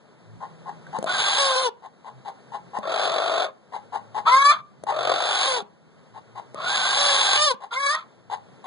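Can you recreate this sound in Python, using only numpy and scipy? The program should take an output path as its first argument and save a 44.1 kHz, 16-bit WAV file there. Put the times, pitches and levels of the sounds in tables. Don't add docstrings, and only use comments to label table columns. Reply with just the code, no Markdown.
import sys
import numpy as np
from scipy import signal
from scipy.fft import rfft, irfft, next_fast_len
from scipy.io import wavfile
from scipy.ndimage import uniform_filter1d

SR = 44100
rng = np.random.default_rng(int(sys.argv[2]) if len(sys.argv) > 2 else 0)


def voltage_ratio(level):
    return 10 ** (np.asarray(level, float) / 20)


def generate_wav(sig):
    pcm = np.round(np.clip(np.atleast_2d(sig).T, -1, 1) * 32767).astype(np.int16)
    wavfile.write(sys.argv[1], SR, pcm)


N = 381906


def unit(x):
    return x / np.sqrt(np.mean(x ** 2) + 1e-20)


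def curve(rows, column):
    rows = np.array(rows)
    return np.interp(np.arange(N) / SR, rows[:, 0], rows[:, column])


def bursts(tables, fade_s=0.012):
    rows = np.concatenate(tables)
    t = np.arange(N) / SR
    gate = 0
    for table in tables:
        inside_s = np.minimum(t - table[0][0], table[-1][0] - t)
        gate = gate + np.clip(inside_s / fade_s + .5, 0, 1)
    return [gate] + [curve(rows, k) for k in range(1, rows.shape[1])]


def drift(rate_hz):
    r = np.exp(-2 * np.pi * rate_hz / SR)
    wander = signal.lfilter([1], [1, -2 * r, r * r], rng.standard_normal(N + 9000))
    return unit(wander[9000:])


def resonate(x, modes):
    out = 0
    for k, (hz, width_hz, db) in enumerate(modes):
        r = np.exp(-np.pi * width_hz / SR)
        ring = signal.lfilter([1, 0, -1], [1, -2 * r * np.cos(2 * np.pi * hz / SR), r * r], x)
        out = out + (-1) ** k * voltage_ratio(db) * (1 - r * r) / 2 * ring
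    return out


def even(x, span_s=0.14):
    return x / np.sqrt(uniform_filter1d(x ** 2, int(span_s * SR)) + 1e-12)


def steep(x, low_hz):
    return signal.sosfilt(signal.butter(4, low_hz, "high", fs=SR, output="sos"), x)


def rumble():
    modes = [(127.0, 2.2, 8), (171.7, 67, 3.0), (78.0, 56, -8.0)]   # (Hz, width Hz, dB)
    left, other = [unit(resonate(rng.standard_normal(N), modes)) for side in range(2)]
    level = voltage_ratio(-49 + 3.5 * drift(4.5))
    return level * np.array([left, 1.2 * other - 0.28 * left])


# (frequency [Hz], level per Hz [dB])
HISS = [(200, 14), (300, 2), (450, 6.5), (1000, 1), (1600, -6.5), (2700, -14), (4000, -15), (6000, -22.5),
        (10000, -27.5)]


def hiss():
    hz, points = np.fft.rfftfreq(N, 1 / SR) + 1, np.array(HISS)
    level_db = np.interp(np.log(hz), np.log(points[:, 0]), points[:, 1])
    gain = voltage_ratio(level_db) / (1 + (180 / hz) ** 4)
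    return unit(irfft(rfft(rng.standard_normal(N)) * gain, N))


# (time [s], length [s], level [dB], pitch [Hz])
DRONE = [(.32, 0.14, -52.5, 112), (0.726, 0.96, -54, 163), (.9, 0.12, -55, 148.4), (2.17, 0.089, -48, 129),
         (3.3, .3, -59, 130), (4.076, 0.49, -57.5, 112), (4.58, 0.094, -62, 112), (5.032, 0.3, -50.5, 125),
         (6.15, .08, -57.5, 115), (6.331, 0.14, -54, 115.2), (6.547, 0.13, -54, 130),
         (7.397, 0.16, -53, 122), (8.357, 0.29, -57.5, 105)]


def drone():
    t = np.arange(N) / SR
    turn = 2 * np.pi * np.cumsum(np.exp(0.017 * drift(3.4))) / SR
    port_phase_rad = np.array([[0], [1.97]])
    swells = 0
    for s, length, db, hz in DRONE:
        swell = voltage_ratio(db) * np.exp(-(2 * (t - s) / length) ** 2)
        swells = swells + swell * np.sin(hz * turn + port_phase_rad)
    return swells * voltage_ratio(5.0 + 2.0 * drift(8))


def flapping(rate_hz, jitter, shimmer_db, throb_db, stray_per_s):
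    cycles = np.cumsum(rate_hz * np.exp(jitter * drift(250))) / SR
    closes = np.diff(np.floor(cycles), prepend=0) > 0
    stray = (rng.random(N) < stray_per_s / SR) * rng.choice([-1, 1], N)
    beat = np.cumsum(49 * np.exp(.09 * drift(10))) / SR % 1
    burst = np.minimum(20 * beat, 2 - 2 * beat) - 1
    throb = throb_db * burst * voltage_ratio(1.5 * drift(12))
    strength = voltage_ratio(shimmer_db * rng.standard_normal(N) + throb + 0.65 * drift(45))
    slaps = (closes + 0.84 * stray) * strength
    puffs = signal.lfilter([1], [1, -.93], np.abs(slaps)) * rng.standard_normal(N)
    return slaps + 1e-18, slaps + 0.23 * puffs


# (time [s], peak level [dB], length [s], middle band against peak [dB])
CLUCKS = [(0.404, -31.5, 0.1, -33), (0.656, -31, 0.082, -34), (0.928, -25, 0.088, -19),
          (1.823, -37.5, .06, -14.5), (2.045, -35.5, .08, -14), (2.249, -31, 0.08, -12.5),
          (2.519, -29, 0.095, -16), (2.734, -25.5, 0.097, -20), (3.722, -28, 0.16, -16),
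          (3.923, -24.5, 0.14, -18), (4.145, -22, 0.26, -15.5), (4.867, -19.5, 0.12, -15),
          (6.141, -37.5, 0.05, -14.5), (6.352, -32, 0.12, -14.5), (7.604, -34.5, 0.12, -11.5),
          (8.299, -25, 0.32, -11), (8.641, -30, 0.04, -8.5)]
# (frequency [Hz], width [Hz], level [dB])
THROAT_SHUT = [(600, 490, -7.5), (847, 121.6, 8), (1077, 56.4, 5.5), (1250, 530, -14.5), (2013, 250, -18.5),
               (2800, 120, -25)]
# (frequency [Hz], width [Hz], level [dB])
BEAK = [(2050, 350, -6), (2450, 300, -5), (2950, 260, -3), (3500, 220, 1), (4000, 220, -2), (4400, 300, -6),
        (4900, 500, -11)]
# (frequency [Hz], width [Hz], level [dB])
BEAK_TOP = [(5500, 700, -7), (6050, 300, -4), (6400, 250, -1), (6800, 250, 0), (7350, 250, -4),
            (8250, 500, -4), (9000, 450, -3), (9650, 350, -6), (10700, 600, -11)]


def clucks():
    attack_s, start_db, fall_db_per_s, slap_db = 0.037, -11.5, 518.5, 7.5
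    tables = []
    opening = np.zeros(N)
    for s, db, length, mid_db in CLUCKS:
        fall_s = length - .03
        peak_s = s + attack_s
        tables.append([(s, db + start_db, mid_db), (peak_s, db, mid_db),
                       (peak_s + fall_s, db - fall_db_per_s * fall_s, mid_db)])
        opening[round((s + .003) * SR)] = voltage_ratio(db + slap_db)
    gate, low_db, mid_db = bursts(tables, fade_s=.002)
    slaps, airy = flapping(410, jitter=.16, shimmer_db=2.5, throb_db=1.0, stray_per_s=270)
    low = even(steep(resonate(slaps, THROAT_SHUT), 260), span_s=0.032)
    mid = voltage_ratio(mid_db - 9.0) * even(steep(resonate(airy, BEAK), 1600), span_s=0.0068)
    top = voltage_ratio(mid_db - 19.0) * even(steep(resonate(airy, BEAK_TOP), 5400), span_s=.03)
    slap = resonate(opening + 1e-18, [(800, 830, -15.0), (3390, 2700, -19.0)])
    return gate * voltage_ratio(low_db + 3.0) * (low + mid + top) + slap


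# (time [s], peak level [dB], pitch [Hz], time to die by 60 dB [s])
POPS = [(0.867, -40.5, 1550, 0.029), (.987, -23.5, 520, 0.036), (.987, -27.5, 223.7, 0.044),
        (1.027, -20, 646, 0.015), (1.042, -18.5, 660, 0.037), (1.061, -30.5, 631, 0.044),
        (2.785, -35, 209, 0.089), (2.787, -25.5, 595, 0.022), (4.837, -25, 622, 0.017),
        (5.621, -39, 205, 0.05), (6.545, -26.5, 572, 0.016), (7.541, -39.5, 218, 0.047)]


def pops():
    out, t = np.zeros(N), np.arange(int(.06 * SR)) / SR
    for s, db, hz, t60 in POPS:
        ring = np.sin(2 * np.pi * hz * t) * voltage_ratio(-60 * t / max(t60, .004))
        click = 0.2 * rng.standard_normal(len(t)) * voltage_ratio(-60 * t / 0.012)
        out[round(s * SR):][:len(t)] += voltage_ratio(db + 5.5) * (ring + click)
    return steep(out, 120)


# (time [s], effort [dB], beak opening [0-1])
WAILS = [
    [(1.066, -29.5, .5), (1.14, -31.5, .88), (1.274, -29, .94), (1.41, -29.5, .92), (1.622, -34, 0.83),
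     (1.674, -41.5, .95), (1.708, -61.5, 0.6)],
    [(2.81, -64.5, 0.21), (2.83, -37, 0.19), (2.92, -30.5, 0.57), (3.036, -28.5, .7), (3.162, -29.5, 0.58),
     (3.45, -27.5, 0.58), (3.475, -38.5, 0.2), (3.51, -51, 0.11)],
    [(4.92, -32.5, 0.25), (5.04, -30, 0.63), (5.1, -25.5, 0.57), (5.16, -29.5, 0.68), (5.432, -29, 0.93),
     (5.576, -34, 0.8), (5.62, -44, 0.61), (5.645, -76, 0.38)],
    [(6.555, -41.5, 0.23), (6.6, -36.5, 0.43), (6.69, -31, 0.88), (7.081, -28.5, 0.97), (7.36, -27, 0.97),
     (7.41, -36.5, 1), (7.55, -51.5, 0.78)],
]
LOOSENESS = [.25, 1, 1, .15]
# (time [s], effort [dB], beak opening [0-1])
SQUAWKS = [
    [(4.258, -25.5, .1), (4.276, -19.5, .45), (4.376, -32.5, .5), (4.49, -41.5, .7), (4.52, -20, .5),
     (4.56, -34.5, 0.27), (4.61, -46, 0.22)],
    [(7.712, -40, .5), (7.74, -34, .8), (7.81, -54.5, .6), (7.925, -38.5, .85), (7.955, -26, 0.4),
     (7.99, -38, .4), (8.04, -50, 0.27)],
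]
# (frequency [Hz], width [Hz], level [dB])
THROAT_OPEN = [(560, 375, 3), (670, 773, 10.5), (1091, 165, 22), (1550, 2100, -14.5), (2060, 160, -0.5)]


def harsh_calls():
    gate, effort_db, beak = bursts(sorted(WAILS + SQUAWKS))
    squawk = bursts(SQUAWKS)[0] > 0
    beak = np.clip(beak, 0, 1)
    rate_hz = 529.3 + (806 - 529.3) * beak

    slack = []
    for rows, looseness in zip(WAILS, LOOSENESS):
        start_s, end_s = rows[0][0], rows[-1][0]
        slack.append([(start_s, looseness, 0), (end_s, looseness, end_s - start_s)])
    loose, age_s = bursts(slack)[1:]
    half_open = 4 * beak * (1 - beak) * loose * ~squawk
    coarser_db = 3.0 * half_open
    coarse_db = 1.5 + coarser_db
    throb_db = 1.5 + 2.4 * coarser_db * np.exp(-age_s / .45)
    slaps, airy = flapping(rate_hz, jitter=.11, shimmer_db=1.0, throb_db=throb_db, stray_per_s=380)

    low = even(steep(resonate(slaps, THROAT_OPEN), 480))
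    chest = even(steep(resonate(slaps, [(520, 260, 0), (1080, 260, -3)]), 300))
    low += voltage_ratio(3.0 * coarse_db - 12) * chest

    loss_db = -5 * bursts(LOCKED, fade_s=.05)[0] - 14 * half_open
    boost_db = np.clip(1.5 * SR * uniform_filter1d(np.gradient(beak), 2000), 0, 8)
    turn = 2 * np.pi * np.cumsum(rate_hz * np.exp((.01 + .012 * coarse_db) * drift(22))) / SR
    push = even(uniform_filter1d(np.abs(slaps), 260))
    low += voltage_ratio(-9.5 + loss_db) * push * (.2 + drift(45)) * np.sin(turn)
    low += voltage_ratio(-5.5 + loss_db + boost_db) * (.9 + .7 * drift(33)) * np.sin(2 * turn)
    low = np.where(squawk, steep(low, 910), low)

    mid = voltage_ratio(-24.5 + 26.13 * beak) * even(steep(resonate(airy, BEAK), 1750))
    top = voltage_ratio(-49 + 41.5 * beak) * even(steep(resonate(airy, BEAK_TOP), 5000))
    return gate * voltage_ratio(effort_db + 5.0) * (low + mid - top)


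# (time [s], pitch [Hz], level [dB])
LOCKED = [
    [(1.38, 560, -36), (1.425, 557.7, -30), (1.552, 508.6, -30.5), (1.622, 527.5, -32), (1.665, 491, -30.5),
     (1.69, 438.9, -33.5), (1.705, 425, -71)],
    [(4.265, 458.8, -21.5), (4.357, 535.2, -16.5), (4.469, 571.8, -19.5), (4.487, 579.8, -16.5),
     (4.52, 601.2, -18)],
    [(5.42, 502, -50), (5.478, 545.2, -32.5), (5.574, 480.5, -31.5), (5.625, 363.4, -49)],
    [(6.97, 560, -37), (7.05, 580, -36.5), (7.13, 551.8, -30.5), (7.25, 549.2, -47)],
    [(7.36, 599.9, -43), (7.39, 589.6, -29.5), (7.45, 612, -27), (7.485, 569.4, -25.5),
     (7.515, 503.7, -27.5), (7.545, 425, -50.5)],
    [(7.72, 467.2, -37), (7.802, 557.5, -29), (7.886, 560, -25.5), (7.91, 596, -27.5),
     (7.955, 635.6, -33.5)],
]
# (fundamental [dB], upper harmonics at middle pitch [dB])
BALANCE_DB = [(0.3, -7.5), (-23, -26), (-1, -6), (0.7, -5), (-3, -9.5), (-12.5, -20.5)]
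# (frequency [Hz], level [dB])
LOCKED_COLOUR = [(1300, 3), (1700, 1), (2300, -7), (2900, 1.5), (3500, 3), (4200, 1), (5500, -5),
                 (7000, -11), (9500, -8), (11000, -29.5)]
# (frequency [Hz], level [dB])
SQUAWK_SHIFT = [(1300, 5.5), (2200, 25), (2500, 0), (3000, -11), (3400, 3)]


def locked_calls():
    tables = [[row + balance for row in rows] for rows, balance in zip(LOCKED, BALANCE_DB)]
    gate, pitch_hz, second_db, first_db, upper_db = bursts(tables, fade_s=0.003)
    first_db += second_db
    upper_db += second_db + 40 * np.log2(pitch_hz / 543.6)
    squawk = bursts([LOCKED[1], LOCKED[5]])[0] > 0
    turn = 2 * np.pi * np.cumsum(pitch_hz * np.exp(.006 * drift(84.4))) / SR
    colour, shift = np.array(LOCKED_COLOUR), np.array(SQUAWK_SHIFT)
    out = voltage_ratio(first_db + 4.0) * np.sin(turn) + voltage_ratio(second_db + 5.5) * np.sin(2 * turn)
    for k in range(3, 22):
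        db = np.interp(np.log(k * pitch_hz), np.log(colour[:, 0]), colour[:, 1])
        db += squawk * np.interp(k * pitch_hz, shift[:, 0], shift[:, 1])
        flutter_db = 4 * drift(35)
        out += voltage_ratio(upper_db + db + flutter_db) * np.sin(k * turn + k * k * 0.45)
    return np.sqrt(2) * gate * out * voltage_ratio(2.2 * drift(30))


def nest_box(x):
    t60_s, cut_hz = .32, 6000
    size = next_fast_len(N + SR)
    hz = np.fft.rfftfreq(size, 1 / SR)
    lags = rng.uniform(0.0044, 0.013, (2, 6, 1))
    loop = voltage_ratio(-60 * lags / t60_s) * np.exp(-2j * np.pi * hz * lags) / (1 + 1j * hz / cut_hz)
    return irfft(rfft(x, size) * (loop / (1 - loop)).sum(axis=1), size)[:, :N]


# (frequency [Hz], width [Hz], level [dB])
WALL_RING = [(1140, 7, -9), (1000, 10, -15), (1190, 7, -10)]


def wall_ring(hen):
    return resonate(hen, WALL_RING)


# (frequency [Hz], level [dB], extra phase [rad])
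PORT = [(97, -18, -0.3), (231, -0.5, -0.68), (480, -3.5, -1.1), (740, -8, -0.69), (1150, -5.5, 0.045),
        (1450, 2, -0.61), (2634, 2, -0.23)]


def two_ports(x):
    lag_s = 0.00035845
    size = next_fast_len(N + 2000)
    hz, port = np.fft.rfftfreq(size, 1 / SR) + 0.00084, np.array(PORT)
    db, extra = [np.interp(np.log(hz), np.log(port[:, 0]), port[:, k]) for k in (1, 2)]
    phase = np.pi - 2 * np.pi * hz * lag_s + extra
    return np.array([x, irfft(rfft(x, size) * voltage_ratio(db) * np.exp(1j * phase), size)[:N]])


def ducking(hen):
    from_db, share, span_s, recover_db_per_s, at_start_db = -42, 0.66, .8, 7.5, 10
    t = np.arange(N) / SR
    span = int(span_s * SR)
    loud_db = 10 * np.log10(np.abs(uniform_filter1d(hen ** 2, 2000)) + 1e-12)
    over_db = uniform_filter1d(np.maximum(loud_db - from_db, 0), span, origin=(span - 1) // 2)
    cut_db = np.maximum(share * over_db, at_start_db * (t == 0))
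    recovery_db = recover_db_per_s * t
    return voltage_ratio(recovery_db - np.maximum.accumulate(cut_db + recovery_db))


def scene():
    hen = clucks() + pops() + harsh_calls() + locked_calls()
    duck = ducking(hen)
    hiss_gain = duck * voltage_ratio(-45 + 1.2 * drift(3.7))
    stray_hiss = voltage_ratio(-11.5) * hiss_gain * np.array([hiss(), hiss()])
    near = hen + wall_ring(hen) + hiss_gain * hiss()
    echoes = voltage_ratio(-27) * nest_box(hen)
    return two_ports(near) + stray_hiss + echoes + duck ** 1.4 * rumble() + drone()


def thin_stereo(x, weak_db, line_db, mask_db):
    hz, _, z = signal.stft([x[0] + x[1], x[0] - x[1]], SR, "cosine", 1024)
    edges = np.unique(np.geomspace(24, 512, 34).astype(int))
    power = np.abs(z) ** 2
    masking = uniform_filter1d(power.sum(axis=0), 61, axis=0)
    for low, high in zip(edges, edges[1:]):
        lines = power[:, low:high]
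        band = lines.mean(axis=1, keepdims=True)
        strongest = band.max(axis=0, keepdims=True)
        thrift_db = 7.6 * uniform_filter1d(rng.standard_normal(band.shape), 3, axis=2)
        keep = band > strongest * voltage_ratio(2 * (weak_db + thrift_db))
        keep = keep & (lines > strongest * voltage_ratio(2 * line_db))
        z[:, low:high] *= keep & (lines > masking[low:high] * voltage_ratio(2 * mask_db))
    total, difference = signal.istft(z, SR, "cosine", 1024)[1][:, :N]
    return np.array([total + difference, total - difference]) / 2


def top_cut(x):
    return signal.sosfilt(signal.butter(12, 11530, fs=SR, output="sos"), x)


def record(dry):
    rounded = .8 * np.tanh(dry / .8)
    cut = signal.sosfilt(signal.cheby2(12, 60, 11500, fs=SR, output="sos"), rounded)
    cut = signal.sosfilt(signal.butter(2, 60, "high", fs=SR, output="sos"), cut)
    mix = thin_stereo(cut, weak_db=-10.5, line_db=-7.0, mask_db=-17.5)
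    return top_cut(mix)


dry = scene()
out = record(dry)
generate_wav(out)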